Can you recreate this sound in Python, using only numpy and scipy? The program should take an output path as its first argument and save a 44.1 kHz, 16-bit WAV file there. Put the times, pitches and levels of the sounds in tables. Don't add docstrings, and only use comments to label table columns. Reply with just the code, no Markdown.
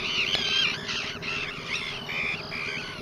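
import sys
import numpy as np
from scipy import signal
from scipy.fft import rfft, irfft, next_fast_len
from scipy.io import wavfile
from scipy.ndimage import uniform_filter1d

SR = 44100
rng = np.random.default_rng(int(sys.argv[2]) if len(sys.argv) > 2 else 0)


def generate_wav(signal):
    frames = np.transpose(np.atleast_2d(signal))
    scaled = np.clip(frames, -1, 1) * 32767
    pcm = np.round(scaled).astype(np.int16)
    wavfile.write(sys.argv[1], SR, pcm)


def elevation(decibels):
    levels = np.asarray(decibels, float)
    return 10 ** (levels / 20)


N = 132741


def set_rms(x, rms_db):
    return x * elevation(rms_db) / np.sqrt(np.mean(x ** 2))


def walk(rate_hz, size=N):
    hold = int(SR / rate_hz)
    steps = np.repeat(rng.standard_normal(size // hold + 1), hold)
    smooth = uniform_filter1d(uniform_filter1d(steps, hold), hold)
    return 1.752 * smooth[:size]


def ring(x, pitch_hz, t60_s):
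    pole = np.exp(2j * np.pi * pitch_hz / SR - np.log(1000) / (t60_s * SR))
    return signal.lfilter([1], [1, -pole], x).imag


def wash():
    # pitch_hz [Hz], level_db [dB per Hz]
    spectrum = [(25, 9), (60, -26.5), (150, -6.5), (320, -13), (520, -15), (800, -15.5), (1150, -13.5),
                (1800, -18), (3000, -44), (5000, -30.5), (6500, -36.5), (7700, -62), (8600, -40),
                (10000, -43.5), (14500, -46)]
    wash_db = -40
    swell_db, flicker_db, treble_flicker_db = 0.45, 2.25, 3.15
    n = next_fast_len(N)
    f = np.fft.rfftfreq(n, 1 / SR) + 1
    pitch_hz, level_db = np.array(spectrum).T
    noise = rfft(rng.standard_normal(n)) * elevation(np.interp(np.log(f), np.log(pitch_hz), level_db))
    swell = swell_db * walk(2.95)
    band_number = np.round(3 * np.log2(f))
    out = np.zeros(N)
    for b in range(13, 43):
        band = irfft(noise * (band_number == b), n)[:N]
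        own_db = treble_flicker_db if b > 38 else flicker_db
        out += band * elevation(swell + own_db * walk(8.796))
    return set_rms(out, wash_db)


def engine():
    # pitch_hz [Hz], t60_s [s], relative level_db [dB], lag_s after firing [s],
    # weak_db of the weak firing against the strong one [dB]
    modes = [(97.8, 0.28, -4.5, 0.0027, -30), (153, 0.13, 1, 0.0026, 0), (238.5, 0.13, 1, 0.00392, -11.5),
             (376, 0.15, 0.5, 0.01177, 2), (408.4, 0.13, 2.5, .022, -1.5), (632.6, 0.24, -5, 0.011, 1.5)]
    cycle_hz, first_s = 9.25, 0.066
    jitter_s, scatter_db = 0.0015, 1.5
    engine_db, fade_db_per_s = -42.5, -0.23
    puff_db, puff_s = -14, 0.014
    k = np.arange(-2, 60)
    late, stronger = rng.standard_normal((2, len(k)))
    firing_s = first_s + k / (2 * cycle_hz) + jitter_s * late
    out = np.zeros(N)
    for pitch_hz, t60_s, level_db, lag_s, weak_db in modes:
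        i = ((firing_s + lag_s) * SR).astype(int)
        inside = (i >= 0) & (i < N)
        strength = elevation(weak_db * (k % 2) + scatter_db * stronger)
        pulses = np.zeros(N)
        pulses[i[inside]] = strength[inside]
        gas = signal.lfilter([1], [1, -np.exp(-1 / (puff_s * SR))], pulses) * rng.standard_normal(N)
        direct = set_rms(ring(pulses, pitch_hz, t60_s), 0)
        puff = set_rms(ring(gas, pitch_hz, t60_s), puff_db)
        out += set_rms(direct + puff, level_db)
    t = np.arange(N) / SR
    return set_rms(out, engine_db) * elevation(fade_db_per_s * (t - t.mean()))


def hum():
    hum_hz, hum_db, end_s = 372, -49, 0.35
    t = np.arange(N) / SR
    tone = np.sin(2 * np.pi * hum_hz * t + walk(32.5))
    fade_out = np.clip(SR / 900 * (end_s - t), 0, 1)
    return np.sqrt(2) * elevation(hum_db) * tone * fade_out


def squawk(curve, hoarse, chop_at_s, flutter_hz, drift, sag, dip_db, *partials_db):
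    s, hz, db = np.array(curve).T
    i = np.arange(max(int(s[0] * SR), 0), min(int(s[-1] * SR), N))
    t, n = i / SR, len(i)
    since_start = t - s[0]

    chop_s, pitch_lag = 0.0022, 0.17
    cycles = flutter_hz * (t - chop_at_s) + drift / 2 * (t - t.mean()) ** 2
    turn = 2 * np.pi * cycles + hoarse * walk(28.6, n)
    sharp = 1 / (2 * np.pi * flutter_hz * chop_s) ** 2

    def chop(lag):
        return (np.exp(sharp * (np.cos(turn - lag) + 1)) - 1) / (np.exp(2 * sharp) - 1)

    calm_above, calm_share = 1.045, 0.69
    glide = uniform_filter1d(np.interp(t, s, hz), SR // 100)
    leap = np.clip(20 * (glide / np.median(glide) - calm_above), 0, 1)
    depth = 1 - calm_share * leap

    onset_sag, onset_s = 0.897, 0.05014
    pitch_depth = sag * depth * (1 + onset_sag * np.exp(-since_start / onset_s))
    slide = 0.13
    pulled = pitch_depth * (chop(pitch_lag) - slide * np.sin(turn))
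    wobble, rasp = 0.0025, 0.05
    pitch = glide * (1 - pulled + wobble * walk(144.9, n) + hoarse * rasp * walk(500, n))
    phase = 2 * np.pi * np.cumsum(pitch) / SR

    shimmer_db, breath_db = 1.1, -21
    bright_db, bright_s = 7, 0.1
    upper_db = [-33.5, -30.5, -27.5, -24.5]
    voice = np.zeros(n)
    for number, part_db in enumerate([partials_db[0], 0, *partials_db[1:], *upper_db], 1):
        if number == 3:
            part_db = part_db + bright_db * np.exp(-since_start / bright_s)
        line = np.sin(number * phase)
        breath = elevation(breath_db) * walk(900, n) * np.cos(number * phase)
        voice += elevation(part_db + shimmer_db * walk(58.3, n)) * (line + breath)

    attack_s, release_s, rasp_db = 0.0067, 0.0044, 3
    edge = np.clip(np.minimum(since_start / attack_s, (s[-1] - t) / release_s), 0, 1)
    loudness_db = np.interp(t, s, db) - dip_db * depth * chop(0) + hoarse * rasp_db * walk(400, n)
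    out = np.zeros(N)
    out[i] = np.sqrt(2) * voice * edge * elevation(loudness_db)
    return out


def far_birds():
    # start_s [s], level_db [dB]
    crowd = [(0, -33), (0.741, -32.5), (.78, -51), (.86, -39.5), (0.889, -29.5), (1.1, -32.5), (1.18, -59),
             (1.215, -52), (1.228, -34.5), (1.44, -34), (1.47, -48), (1.67, -37), (1.97, -38.5),
             (2.01, -51.5), (2.35, -43), (2.43, -59), (2.64, -41), (3.01, -43.5)]
    usual_hz, pitch_spread, hoarse = 1350, 0.16, 0.6
    far = np.zeros(N)
    for k, (a, b, c) in enumerate(rng.standard_normal((50, 3))):
        start = k / 16 - 0.2 + 0.03 * a
        hz = usual_hz * (1 + pitch_spread * b)
        db = 2 * c
        curve = [(start, 0.85 * hz, db - 4), (start + 0.08, hz, db),
                 (start + 0.24, 0.96 * hz, db), (start + 0.31, 0.84 * hz, db - 4)]
        far += squawk(curve, hoarse, start, 70 + 12 * a, 0, 0.1, 7, -10, -5, -10)
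    even = far / np.sqrt(uniform_filter1d(far ** 2, SR // 5))
    return even * elevation(np.interp(np.arange(N) / SR, *np.array(crowd).T))


def near_birds():
    # start_s [s], pitch_hz [Hz], level_db of partial 2 before the chops [dB]
    curves = [
        [(0.04, 1290, -27.5), (0.08, 1500, -29), (0.125, 1555, -29.5), (0.19, 1455, -23), (0.225, 1353, -24),
         (0.255, 1114, -28)],
        [(0.255, 1299, -20), (0.29, 1570, -24), (0.32, 1590, -26.5), (0.35, 1535, -14)],
        [(0.322, 1491, -36), (0.35, 1738, -29.5), (0.44, 1580, -26), (0.51, 1549, -26), (0.6, 1617, -23),
         (0.63, 1570, -23.5), (0.655, 1353, -21)],
        [(0.65, 1218, -20), (0.68, 1190, -29), (0.72, 1180, -33)],
        [(0.44, 1304, -35), (0.5, 1353, -29.5), (0.7, 1390, -31), (0.76, 1522, -40)],
        [(0.73, 1497, -37), (0.78, 1762, -40.5), (0.875, 1778, -42)],
        [(0.88, 1416, -34), (0.92, 1356, -33), (0.97, 1241, -57), (1.07, 1275, -37), (1.11, 1513, -39)],
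        [(0.965, 1450, -32), (1.01, 1260, -33), (1.05, 1040, -39), (1.08, 1194, -36)],
        [(1.065, 1219, -39), (1.108, 1498, -39), (1.15, 1530, -35), (1.178, 1223, -38)],
        [(1.225, 1139, -49), (1.265, 1200, -41), (1.28, 1348, -28.5), (1.33, 1384, -29.5), (1.4, 1357, -31),
         (1.445, 1352, -29.5)],
        [(1.4, 1255.0, -56), (1.45, 1159, -31.5), (1.51, 1107, -35)],
        [(1.455, 1494, -46), (1.49, 1790, -37.5), (1.51, 1870, -45)],
        [(1.505, 1362, -33), (1.555, 1460, -37.5), (1.585, 1136, -37)],
        [(1.585, 1244, -32), (1.62, 1185, -44.5), (1.665, 1223, -40), (1.7, 1215, -34)],
        [(1.68, 1010, -38), (1.738, 1168, -27.5), (1.75, 1370, -29.5), (1.815, 1340, -31)],
        [(1.81, 1100, -29), (1.86, 1063.0, -31), (1.92, 1067, -34.5), (1.95, 1473, -34.5), (1.985, 1190, -41)],
        [(1.7, 1540, -42), (1.748, 1800, -34), (1.755, 1925, -26), (1.782, 1794, -40.5), (1.87, 1739, -37),
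         (1.98, 1539, -38), (2.08, 1465, -40), (2.2, 1550, -39)],
        [(2.06, 1893, -44.5), (2.15, 1800, -44.5), (2.32, 1756, -38.5), (2.355, 1695, -38)],
        [(2.082, 1169, -32.5), (2.15, 1225, -28), (2.34, 1234, -27.5), (2.365, 1466, -38.5),
         (2.415, 1243, -30.5)],
        [(2.36, 1495, -54.5), (2.42, 1641, -48.5), (2.58, 1655, -45), (2.65, 1570, -53)],
        [(2.512, 1173, -32), (2.58, 1208, -28), (2.68, 1220, -30), (2.76, 1127, -31), (2.795, 1372, -34),
         (2.83, 1190, -33)],
        [(2.65, 1375, -44), (2.69, 1590, -39.5), (2.74, 1587, -41.5), (2.79, 1575, -42)],
        [(2.75, 1483, -51), (2.85, 1490, -43), (2.92, 1502, -45.5), (3.005, 1336, -46)],
        [(2.83, 1170, -43), (2.9, 1110, -45.5), (2.95, 1130, -49)],
    ]
    # chop_at_s, about where one chop falls [s], flutter_hz mid-call [Hz],
    # drift [Hz/s], pitch sag [share], level dip_db [dB], partials 1, 3 and 4 against partial 2 [dB]
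    flutters = [(0.1507, 81.6, -29, 0.098, 3.5, -40, -13, -19),
                (0.3079, 91, 268, 0.15, 21, -27, -17.5, -21.5),
                (0.4945, 34.83, -11, 0.035, 12.5, -13.5, -12, -18.5),
                (0.693, 35.5, 182, 0.031, 23, -13, -16, -18),
                (0.6045, 80.0, -35, 0.09, 15, -18.5, -5, -11.5),
                (0.8076, 58.4, -54, 0.081, 6.5, 1, -9, -12.5), (1.001, 64.8, 117, 0.11, 14, -8, -12, -10.5),
                (1.0264, 77, 210, 0.052, 9, -11, -24, -12), (1.121, 101.6, 268, 0.06, 11, -3, -14, -18),
                (1.3337, 87.8, -80, 0.054, 6.5, -12.5, -20.5, -19),
                (1.4512, 69, 245, 0.2, 13, -12, -13, -36), (1.481, 76, -464.0, 0.0654, 0.5, -4, -17, -24),
                (1.545, 93.5, -279.0, 0.0497, 9, -7.5, -27, -27),
                (1.644, 66, 149, 0.0482, 13, -5.5, -25, -34),
                (1.7505, 80.8, -124.0, 0.09, 5.5, -13.5, -15, -16),
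                (1.8985, 82.2, 57, 0.099, 27, -12.5, -15, -20),
                (1.9566, 38.46, -4.5, 0.15, 37, -16, -11, -26), (2.203, 78.1, 13, 0.06, 15, -8.5, -7, -17),
                (2.2475, 80.2, -3, 0.18, 8, -15, -20, -20.5), (2.507, 50, -6, 0.23, 7, -4.5, 4, -24),
                (2.6694, 74, -2, 0.18, 13, -16, -30, -20), (2.7248, 70.5, 0.0, 0.05, 7, -2.5, -7, -18),
                (2.8822, 32.7, -8, 0.061, 21, 2, -3, -13), (2.888, 71.7, -2, 0.08, -0.5, -3.5, -7.5, -19)]
    hoarseness = [.06, .2, .02, .1, .25, .3, .35, .2, .18, .15, .5, .2, .2, .2, .25, .25, .08, .06, .22,
                  .04, .22, .1, .06, .4]
    return sum(squawk(curve, hoarse, *flutter)
               for curve, hoarse, flutter in zip(curves, hoarseness, flutters))


def through_air(birds):
    dull = signal.sosfilt(signal.butter(8, 6560, fs=SR, output="sos"), birds)
    return dull + elevation(-20) * (birds - dull)


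def shore_echo(birds):
    echo_db, t60_s = -20, 0.11
    t = np.arange(SR // 2) / SR
    tail = rng.standard_normal(len(t)) * elevation(-60 * t / t60_s)
    tail = tail / np.sqrt(np.sum(tail ** 2))
    return birds + elevation(echo_db) * signal.fftconvolve(birds, tail)[:N]


def ticks():
    # start_s [s], relative level_db [dB], bright_db added to all modes but the first [dB]
    taps = [(0.3517, -9.5, 4), (.385, -15, -6), (0.486, -14, -6), (1.033, -17, -18)]
    # pitch_hz [Hz], t60_s [s], relative level_db [dB]
    modes = [(770, 0.014, -4), (2260, 0.008, -0.5), (3840, 0.0055, 6.5), (4120, 0.025, -1.5),
             (10000, 0.011, -23), (13600, 0.0036, -34), (180, 0.012, -17), (328, 0.015, -21.5)]
    out = np.zeros(N)
    for k, (pitch_hz, t60_s, mode_db) in enumerate(modes):
        hits = np.zeros(N)
        for start_s, level_db, bright_db in taps:
            hits[int(start_s * SR)] = elevation(level_db + mode_db + bright_db * (k > 0))
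        push = np.hanning(11 if pitch_hz < 8000 else 3)
        out += ring(np.convolve(hits, push / push.sum())[:N], pitch_hz, t60_s)
    return elevation(-7.5) * out


def scene():
    birds = shore_echo(through_air(far_birds() + near_birds()))
    mix = wash() + engine() + hum() + birds + ticks()
    return np.tile(mix, (2, 1))


def roll_off(x):
    return signal.sosfilt(signal.butter(12, 15260, fs=SR, output="sos"), x)


def record(dry):
    bass_cut = signal.butter(3, 40, "high", fs=SR, output="sos")
    top_cut = signal.ellip(8, 0.2, 60, 15100, fs=SR, output="sos")
    finished = signal.sosfilt(np.vstack([bass_cut, top_cut]), dry)
    return roll_off(finished)


dry = scene()
out = record(dry)
generate_wav(out)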